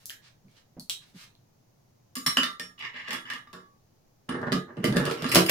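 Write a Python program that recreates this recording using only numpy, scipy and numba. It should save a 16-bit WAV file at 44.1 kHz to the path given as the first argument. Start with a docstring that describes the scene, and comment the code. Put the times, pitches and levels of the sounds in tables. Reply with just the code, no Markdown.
"""Ticks in the hand and soft rubs come first; then knocks and scrapes ring steel and thump a bench.
A small steel gauge and a bolt are handled at a clamped steel tube on a wooden bench in a small room.
Noise-like contacts excite decaying modes for ticks and knocks; tiny impacts drive the same steel for scrapes.
Rubs and dull bumps are shaped noise. Two microphone ports hear it all over a quiet hum."""
import sys
import numpy as np
from scipy import signal
from scipy.fft import rfft, irfft
from scipy.io import wavfile
from scipy.ndimage import uniform_filter1d
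from numba import njit

SR = 44100
rng = np.random.default_rng(int(sys.argv[2]) if len(sys.argv) > 2 else 0)


def dump(signal):
    """Clip the signal to [-1, 1] and save it as 16-bit WAV at the path in sys.argv[1]."""
    limited = np.clip(np.atleast_2d(signal).T, -1, 1)
    pcm = np.round(limited * 32767).astype(np.int16)
    wavfile.write(sys.argv[1], SR, pcm)


def amplitude_ratio(level_db):
    """Convert a level in decibels to the matching linear amplitude (field) ratio."""
    exponent = np.asarray(level_db, float) / 20
    return 10 ** exponent


N = 242792
T = np.arange(N) / SR

# Modes of the wooden bench. Each row: pitch in Hz, relative level in dB, t60 in s before cap and damping.
BENCH = [(121, -31.5, 0.39), (186, -6.5, 0.23), (244, -12, 0.042), (363.6, -10.5, 0.26), (455, -14.5, 0.15),
         (498, -4.5, 0.074), (624, -8.5, 0.1)]


def knocks():
    """Each contact point favours the steel modes near two pitches; the bench rings below."""
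    # Knocks on the clamped steel. Each row: start in seconds, relative level in dB, weight (bass over
    # middle) in dB, treble over middle in dB, ring in dB, two favoured pitches in Hz, damping by the grip.
    knock_rows = [(2.154, -35, -26, 2.5, -32, 1120, 251, 0.77), (2.167, -34, -5, -2.5, -38.5, 5000, 251, 1),
                  (2.263, -18, -12, -0.5, -31.5, 5522, 4160, 1.16),
                  (2.3105, -37, -12, -18, -34.5, 5522, 5610, .6),
                  (2.37, -13, -13.5, -12, -35, 2920, 251, 1.3),
                  (2.432, -20.5, -11, -14, -40.5, 3690, 2788, 0.8),
                  (2.5968, -29.5, -6, -9.5, -42.5, 5522, 1825, 0.64),
                  (2.791, -45, -27, -11, -42, 2920, 3410, 0.98),
                  (2.8241, -36, -10.5, -30, -38.5, 2070, 2070, 1.3),
                  (2.942, -43, 1.5, -29, -35, 2920, 2304, 0.39),
                  (3.0841, -38.5, -4, -14, -53, 6050, 5522, 0.77),
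                  (3.1069, -29, -12.5, -13, -43.5, 2060, 3410, 1.6),
                  (3.131, -31.5, -1, -4, -40, 1690, 3410, 0.65),
                  (3.149, -32, -9, -24, -38, 2060, 3410, 3.2),
                  (3.2534, -40.5, -1, -13.5, -30, 1690, 2970, .8),
                  (3.3007, -32.5, -9.5, -13.5, -41.5, 2860, 1690, 1.3),
                  (3.335, -35, -2, -11.5, -39, 2910, 3410, 1.9),
                  (3.4714, -54.5, -1, -21, -20, 1208, 3690, 0.98),
                  (3.5302, -43.5, 0, -8.5, -38.5, 3690, 1130, 0.73),
                  (3.5994, -61, -6, -22, -22, 1137, 1150, 0.48),
                  (4.291, -32, 13, -15.5, -1, 2900, 9270, 3.7), (4.415, -52, 15, -11, -38, 1690, 248, 2.7),
                  (4.4695, -48, 22, -20, -43.5, 1695, 9270, 4.4),
                  (4.5199, -22.5, 6, -20, -35.5, 4830, 9270, 2.2),
                  (4.526, -25, 1, -12.5, -40.5, 1703, 1208, 1.6),
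                  (4.549, -43, 21, -14, -43.5, 1690, 252, 6.8),
                  (4.7693, -49.5, 19, -19, -39.5, 3000, 9270, 2.7),
                  (4.8418, -24.5, 12.5, -2.5, -37.5, 2060, 2990, 1.85),
                  (4.8525, -27.5, -12, -9.5, -43, 5522, 4920, 2.2),
                  (4.925, -33, -17, -15.5, -43, 9270, 4360, 1.6),
                  (4.968, -24.5, 8, -11, -39, 1690, 10900, 2.1),
                  (5.0535, -31.5, -2, -6, -44, 9270, 9300, 3.2),
                  (5.064, -30.5, 0.5, -18.5, -36, 2920, 1690, 3),
                  (5.0992, -34, -2, -17, -34, 9270, 1350, 2.2),
                  (5.112, -30, 8.5, -10.5, -70, 11800, 2060, 1), (5.222, -33, 0, -11, -51, 1208, 9270, 1.6),
                  (5.243, -26, 6, -25, -30, 6950, 9270, 1.15),
                  (5.2643, -29, -14, -19, -49, 4100, 4100, 1.8),
                  (5.3172, -31.5, -28.5, 6.5, -38.5, 4380, 8120, 0.25),
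                  (5.3476, -19, -7, 5, -47.5, 1120, 5522, 0.81),
                  (5.3565, -13.5, 5.5, -4, -71, 2655, 1098, 1.6),
                  (5.369, -25, 12.5, -6.5, -51, 2860, 1350, 1.3),
                  (5.4626, -27.5, 2, 6, -34.5, 3000, 5040, 1.9),
                  (5.4948, -20, 0, -0.5, -41, 2750, 13400, 0.3)]
    out = np.zeros((2, N))
    modes = steel()

    def near(hz):
        octaves = np.log2(modes[:, :1] / hz)
        return np.exp(-(octaves / 0.06) ** 2)

    for s, db, weight, treble, ring_db, first_hz, second_hz, grip in knock_rows:
        favour_db = 14 * np.maximum(near(first_hz), near(second_hz)) + ring_db
        # a weightier knock wakes more bench and is fuller in the low middle
        bench_db = -36 + 0.49 * weight
        low_db = 4.3 + 0.096 * weight
        body = ring(modes, favour_db, 0.97, grip)
        body = body + ring(BENCH, bench_db, 3.1, 1.4 * grip, drift=0.045)
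        add(out, s, blow(body, 3, weight, low_db, treble) * amplitude_ratio(db + 21))
    return out


def scrape():
    """Dense tiny impacts of uneven size run into the same steel and bench, damped by the sliding contact."""
    # Strokes of steel sliding on steel. Each row: start, rise and hold in seconds, relative level in dB,
    # weight (bass over middle) in dB.
    scrape_rows = [(2.776, 0.032, 0.06, -49.5, -14.5), (2.931, 0.0095, 0.11, -53, -24.5),
                   (3.041, 0.049, 0.024, -45.5, -16), (3.1, 0.0294, 0.0087, -46.5, -11),
                   (3.243, 0.062, 0.041, -48, -13.5), (3.293, 0.019, 0.047, -54.5, -10.5),
                   (3.531, 0.015, 0.011, -71.5, 18), (4.285, 0.0042, 0.062, -58, 17),
                   (4.346, 0.03, 0.11, -70.5, 24.5), (4.513, 0.0072, 0.0037, -45.5, 12),
                   (4.641, 0.05, 0.023, -98.5, 44), (4.753, 0.016, 0.037, -75.5, 24.5),
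                   (4.821, 0.016, 0.061, -53, 10), (4.887, 0.051, 0.078, -60.5, 20.5),
                   (4.957, 0.0058, 0.0032, -40.5, 14.5), (5.007, 0.047, 0.031, -48.5, 11),
                   (5.093, 0.086, 0.085, -50, 2), (5.26, 0.041, 0.04, -55.5, 8),
                   (5.314, 0.0028, 0.034, -35, -22), (5.336, 0.0074, 0.033, -27, 3.5),
                   (5.481, 0.023, 0.022, -27, -18)]
    # Treble over middle in dB, one value per stroke.
    treble = np.array([-16, -31, -30, -3, -10, -8.5, -15, -23, -17, -25, -29, -21.5, -9, -8.5, 10, -7, -3,
                       13, 1, 2, -5])
    # Pitch of the air space left in the tube. Each row: time in seconds, pitch in Hz.
    air_rows = [(2.78, 3200), (2.84, 1900), (2.92, 1830), (2.94, 2080), (3.0, 1670), (3.05, 1530),
                (3.1, 1700), (3.25, 1720), (3.3, 1760), (3.4, 1480), (3.47, 1270), (4.29, 1864),
                (4.7, 1590), (4.8, 2610), (4.97, 2080), (5.3, 2330), (5.36, 3030), (5.5, 2660)]
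    weight = np.transpose(scrape_rows)[4]
    fall = 670  # dB per s once the motion stops

    impacts_per_s = 4000
    impacts = (rng.random(N) < impacts_per_s / SR) * amplitude_ratio(2.17 * rng.exponential(size=N))
    grit = unit(ears(impacts, 910.0))
    # the contact catches and lets go
    catch_db, catch_per_s = 4, 70
    grit = grit * amplitude_ratio(catch_db * wander(catch_per_s))
    # the air space colours the grit as the part moves in and out
    air_hz = np.interp(T, *np.transpose(air_rows))
    grit = grit + amplitude_ratio(10.5) * np.array([hollow(ear, air_hz, 2.98) for ear in grit])

    # band limits in Hz with the extra dB of each stroke; rumble and low middle follow the weight
    bands = [(80., 210., -6 + 0.95 * weight),
             (210., 700., weight),
             (700., 1500., -0.86 + 0.28 * weight),
             (1500., 3800., 0),
             (3800., 6000., 0.68 * treble),
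             (6000., 18000., treble)]
    push = 0
    for lo, hi, colour_db in bands:
        # makes up for bandwidth before the band takes its colour
        even = band(grit, lo, hi) * np.sqrt(SR / 2 / (hi - lo))
        push = push + even * strokes(scrape_rows, fall, colour_db)

    # the part shifts between three seats, each waking other modes
    seat_db, seats_per_s = 8, 9
    seats = amplitude_ratio(seat_db * np.array([wander(seats_per_s) for _ in range(3)]))
    seats = seats / np.sqrt(np.sum(seats ** 2, axis=0))
    out = 0
    for seat in seats:
        body = ring(steel(), -30, 2.6, 2.93) + ring(BENCH, -30.5, 3.9, 2.4)
        body[:, 0] += 1  # the grit itself is heard too
        out = out + signal.fftconvolve(push * seat, body, axes=1)[:, :N]
    return out * amplitude_ratio(-10)


def steel():
    """Modes of the steel as rows of pitch in Hz, relative level in dB, t60 in s before cap and damping."""
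    # Pitch of each mode in Hz.
    mode_hz = [251, 1098, 1137, 1208, 1350, 1690, 1825, 2060, 2304, 2655, 2860, 2975, 3410, 3690, 4100,
               4370, 4920, 5055, 5200, 5522, 5717, 6950, 7400, 8120, 9060, 9270, 10900, 11650, 13400, 14470]
    # Each row, mode by mode: relative level in dB, t60 in seconds before cap and damping.
    mode_ring = [(-1, 0.47), (-30.5, 0.098), (-12.5, 0.26), (-10, 0.87), (-6, 0.14), (-3, 0.052),
                 (-3.5, 0.053), (4.5, 0.024), (-8.5, 0.067), (-26, 0.01), (-18, 0.029), (-0.5, 0.067),
                 (-9.5, 0.19), (-14, 0.11), (-9, 0.074), (-14.5, 0.14), (-5, 0.17), (-21, 0.13), (-8, 0.17),
                 (-3, 0.11), (-12.5, 0.054), (-8, 0.23), (-6.5, 0.11), (-10.5, 0.052), (-16.5, 0.13),
                 (4, 0.13), (-9.5, .04), (-16, .07), (1, 0.096), (-16, .1)]
    return np.column_stack([mode_hz, mode_ring])


def ticks():
    """The small part clicks against the bolt: a crack and a few very short rings."""
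    # Light ticks in the hand. Each row: start in seconds, relative level in dB, treble over middle in dB,
    # ring pitch in Hz, relative ring level in dB.
    tick_rows = [(0.057, -39, 8.5, 10300, -35), (0.0966, -25, -2.5, 3070, 12.5),
                 (0.104, -37.5, 2.5, 1750, 7), (0.108, -38.5, -2, 5500, 12), (0.483, -57.5, -16, 2260, 8.5),
                 (0.515, -72, 13, 3080, 5), (0.7972, -36, 12, 4270, 21), (0.8968, -18, -2, 3240, 3),
                 (0.9006, -20, -5.5, 3800, 10), (0.907, -39, -2, 3240, 12), (1.352, -48, -9.5, 4130, 14)]
    low_db, bass_db = 1.5, 7.0  # over the middle, ahead of the band-passes
    pan_db = np.array([[1], [-1]]) / 2  # left 1 dB over right
    out = np.zeros((2, N))
    for s, db, treble, hz, ring_db in tick_rows:
        body = ring([(hz, ring_db, .005)] * 2, -27.0, 2.21, 0.56, drift=0.034)
        tick = blow(body, 0.3, bass_db, low_db, treble)
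        # little is left below the ring
        thin = band(tick, min(0.68 * hz, 2600.), 19845.)
        thin = band(thin, min(0.73 * hz, 2600.), 19845.)
        tick = thin + amplitude_ratio(-13.5) * tick
        add(out, s, tick * amplitude_ratio(db + 15.0 + pan_db))
    return out


def rub():
    """Skin and cloth brushing over metal: smooth broad hiss in two bands."""
    # Each row: start, rise and hold in seconds, relative level in dB, treble in dB over the lower band.
    rub_rows = [(0.0, 0.0018, 0.038, -68, 0), (0.21, 0.036, 0.039, -61, -36),
                (0.478, 0.02, 0.07, -74, -9.5), (0.551, 0.016, 0.021, -63.5, -13),
                (0.997, 0.027, 0.018, -62.5, -13), (1.047, 0.024, 0.034, -71, 0),
                (1.133, 0.054, 0.056, -55.5, -4.5)]
    fall = 2900  # dB per s once the motion stops
    split_hz = 5500.
    low = unit(band(ears(np.ones(N), 800.), 1020.0, split_hz))
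    high = unit(band(ears(np.ones(N), 800.), split_hz, 19845.0))
    treble = np.array(rub_rows)[:, -1]
    return low * strokes(rub_rows, fall, 0) + high * strokes(rub_rows, fall, treble)


def bumps():
    """A hand bumps the bench dully: soft pushes of noise in three low bands; the upper bass dies first."""
    # Each row: start, rise and hold in seconds, relative level in dB, upper bass in dB over the bass.
    bump_rows = [(0.439, 0.022, 0.035, -55, -32), (0.767, 0.0015, 0.041, -39, -15.5),
                 (1.13, 0.023, 0.0089, -48.5, -47), (3.083, 0.0073, 0.049, -48, -4),
                 (2.264, 0.0082, 0.011, -34, -48), (2.37, 0.0035, 0.012, -36, 0),
                 (4.512, 0.0081, 0.036, -29.5, -16), (4.55, 0.012, 0.016, -31.5, -18),
                 (4.776, 0.018, 0.011, -30.5, -27), (4.882, 0.0075, 0.039, -22.5, -22),
                 (4.946, 0.0086, 0.045, -24.5, -16), (5.21, 0.016, 0.037, -32, -13)]
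    fall = 470  # dB per s once the push stops
    shake = ears(np.ones(N), 1500.)
    bass = unit(band(shake, 130.0, 210.0)) * strokes(bump_rows, fall, 0)
    deep = amplitude_ratio(-10) * unit(band(shake, 45.0, 110.0)) * strokes(bump_rows, 0.6 * fall, 0)
    short_rows = [(s, rise, 0.4 * hold, db, up) for s, rise, hold, db, up in bump_rows]
    upper_db = np.array(bump_rows)[:, -1]
    upper = unit(band(shake, 380.0, 610.0)) * strokes(short_rows, fall, upper_db)
    return bass + deep + upper


def room(dry, wet_db):
    """Near walls answer with a dense tail that loses its treble first."""
    # Decay of the tail. Each row: pitch in Hz, t60 in seconds ahead of the final fade.
    decay_rows = [(100, 0.43), (1000, 0.3), (5000, 0.22), (15000, 0.22)]
    t = np.arange(16384) / SR
    fade = np.cos(np.pi / 2 * t / t[-1])
    noise, tail = ears(np.ones(len(t)), 500.0), 0
    hz, t60 = np.transpose(decay_rows)
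    for centre in 180 * 2. ** np.arange(7):  # octave bands, Hz
        decay = np.interp(np.log(centre), np.log(hz), t60)
        octave = band(noise, centre / np.sqrt(2), centre * np.sqrt(2))
        tail = tail + octave * np.exp(-np.log(1000) * t / decay)
    tail = tail * np.clip((t - .002) / 0.0035, 0, 1)  # first echoes come a few ms late
    # flatten the broad spectrum of the noise tail
    spectrum = rfft(tail * fade)
    tail = irfft(spectrum / np.sqrt(uniform_filter1d(np.abs(spectrum) ** 2, size=20)))
    tail = signal.sosfilt(signal.butter(2, 150., "highpass", fs=SR, output="sos"), tail)
    tail = tail * fade
    tail = tail / np.sqrt(np.sum(tail ** 2) / 2)
    mono = dry.mean(axis=0)[None]
    return dry + amplitude_ratio(wet_db) * signal.fftconvolve(mono, tail, axes=1)[:, :N]


def hum():
    """Steady room rumble and microphone hiss, as filtered noise."""
    # Colour of the background. 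Each row: pitch in Hz, relative density in dB per Hz.
    hum_colour = [(20, 0.5), (50, -11), (75, -3), (115, 7), (200, -3.5), (400, -10), (800, -13.5),
                  (1500, -23.5), (3500, -28), (4800, -24.5), (6500, -23), (8000, -35), (13000, -30),
                  (16000, -29.5)]
    return amplitude_ratio(-64) * unit(shape(ears(np.ones(N), 250.0), hum_colour))


def blow(body, length_ms, bass_db, low_db, treble_db):
    """A rattling contact of even spectrum excites the body and cracks broadly on its own."""
    # Centres of bass, low middle, middle and treble in Hz.
    centres_hz = [260, 1240, 3600, 9500]
    t = np.arange(512) / SR
    spectrum = rfft(ears(np.exp(-t / (length_ms / 1000)), 820.0))
    contact = irfft(spectrum / np.abs(spectrum))
    # a small contact radiates no bass by itself
    click = 1. * (np.arange(body.shape[1]) == 0)
    crack = band(click, 1400.0, 19845.0)
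    sound = signal.fftconvolve(contact, body + crack, axes=1)
    # even out the energy of the onset around the middle
    onset = band(sound[:, :len(t)], 2230.0, 5270.0)
    sound = sound / np.sqrt(np.sum(onset ** 2))
    colour = list(zip(centres_hz, (bass_db, low_db, 0, treble_db)))
    return shape(sound, [(60, bass_db - 11.5)] + colour)


def ring(modes, extra_db, scatter_db, damping, drift=1 / 500):
    """Stereo response of a body; each mode has its own phase at the two ports, more unlike at high pitch."""
    # every mode has a faster dying neighbour whose pitch changes with the contact
    neighbour_db, neighbour_apart, neighbour_t60_share = -1, .025, .35
    longest_t60 = .3  # s, before damping
    hz, db, t60 = np.transpose(modes)[:, :, None]
    chance = rng.standard_normal((3, 2 * len(modes), 1))
    db = db + extra_db
    spread = np.repeat([drift, drift + neighbour_apart], len(modes))[:, None]
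    hz = np.vstack([hz, hz]) * (1 + spread * chance[2])
    size = amplitude_ratio(np.vstack([db, db + neighbour_db]) + scatter_db * chance[0])
    t60 = np.vstack([t60, t60 * neighbour_t60_share])
    t60 = np.minimum(t60, longest_t60) / damping
    t = np.arange(10922) / SR
    swing = np.exp((2j * np.pi * hz - np.log(1000) / t60) * t)
    apart = np.clip((hz / 1000) ** 2, 0, 1.8) * chance[1]  # radians between the ports
    ports = size * np.exp(1j * apart * np.array([.5, -.5]))
    return (ports.T @ swing).imag


@njit
def hollow(x, hz, sharpness):
    """Resonant band-pass whose centre moves, gain 1 at the centre."""
    y, b, l = np.empty(len(x)), 0., 0.  # b and l: band and low states
    for i in range(len(x)):
        g, k = np.tan(np.pi * hz[i] / SR), 1 / sharpness
        v = (b + g * (x[i] - l)) / (1 + g * (g + k))
        b, l, y[i] = 2 * v - b, l + 2 * g * v, k * v
    return y


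def strokes(rows, fall, colour_db):
    """Level over time of a table of strokes: rise, hold, fall; each stroke has its own extra dB."""
    power = np.zeros(N)
    for (s, rise, hold, db, _), extra in zip(rows, colour_db + np.zeros(len(rows))):
        start = int(s * SR)
        t = T[start:int((s + 1) * SR)] - s
        fallen_db = fall * np.maximum(t - rise - hold, 0)
        size = np.clip(t / rise, 0, 1) * amplitude_ratio(db + extra - fallen_db)
        power[start:start + len(t)] += size ** 2
    return np.sqrt(power)


def wander(per_s):
    """Random levels held 1 / per_s seconds with softened steps."""
    hold = SR // per_s
    steps = np.repeat(rng.standard_normal(N // hold + 1), hold)
    return uniform_filter1d(steps, hold // 4)[:N]


def ears(envelope, alike_hz):
    """Two noises under one envelope, the same in the bass and unrelated in the treble."""
    mid, side = rng.standard_normal((2, len(envelope))) * envelope
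    side = signal.sosfilt(signal.butter(2, alike_hz, "highpass", fs=SR, output="sos"), side)
    return (mid + np.array([[1], [-1]]) * side) / np.sqrt(2)


def shape(x, points):
    """Causal minimum-phase filter through (Hz, dB) points joined on a log axis."""
    hz, db = np.transpose(points)
    size = 4096
    f = np.maximum(np.fft.rfftfreq(size, 1 / SR), 1)
    gain = amplitude_ratio(np.interp(np.log(f), np.log(hz), db))
    # folding the cepstrum makes the response causal
    cepstrum = irfft(np.log(gain), size)
    cepstrum[1:size // 2] *= 2
    cepstrum[size // 2 + 1:] = 0
    response = irfft(np.exp(rfft(cepstrum)), size)
    return signal.fftconvolve(x, response[None], axes=1)[:, :x.shape[1]]


def unit(x):
    """Scale to rms 1."""
    return x / np.sqrt(np.mean(x ** 2))


def band(x, lo_hz, hi_hz):
    """Band-pass with gentle edges."""
    return signal.sosfilt(signal.butter(2, [lo_hz, hi_hz], "bandpass", fs=SR, output="sos"), x)


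def add(out, s, sound):
    """Mix a sound in at time s."""
    i = int(s * SR)
    out[:, i:i + sound.shape[1]] += sound[:, :N - i]


def scene():
    """Contacts sound in the room; bumps join them without it at the two microphone ports, over the hum."""
    # Tone of the microphone. Each row: pitch in Hz, gain in dB.
    microphone = [(30, -7.5), (65, -14.5), (120, -3), (700, 1), (5000, 2.5), (6300, 0.5), (11000, -1),
                  (15000, -6), (15900, -15), (16700, -33.5)]
    # Balance of the ports. Each row: pitch in Hz, left over right in dB.
    balance = [(100, -1.5), (1000, -2.5), (4000, -2), (8000, -1.5), (14000, 5)]
    near = knocks() + scrape() + ticks() + rub()
    heard = shape(room(near, 2.96) + bumps(), microphone)
    ports = []
    for ear, side in zip(heard, (.5, -.5)):
        ports.append(shape(ear[None], [(hz, side * db) for hz, db in balance]))
    return np.vstack(ports) + hum()


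def top_cut(x):
    """Nothing passes above the cut-off."""
    return signal.sosfilt(signal.butter(12, 16530, fs=SR, output="sos"), x)


def record(dry):
    """The recorder takes the finished mix."""
    return top_cut(dry)


dry = scene()
out = record(dry)
dump(out)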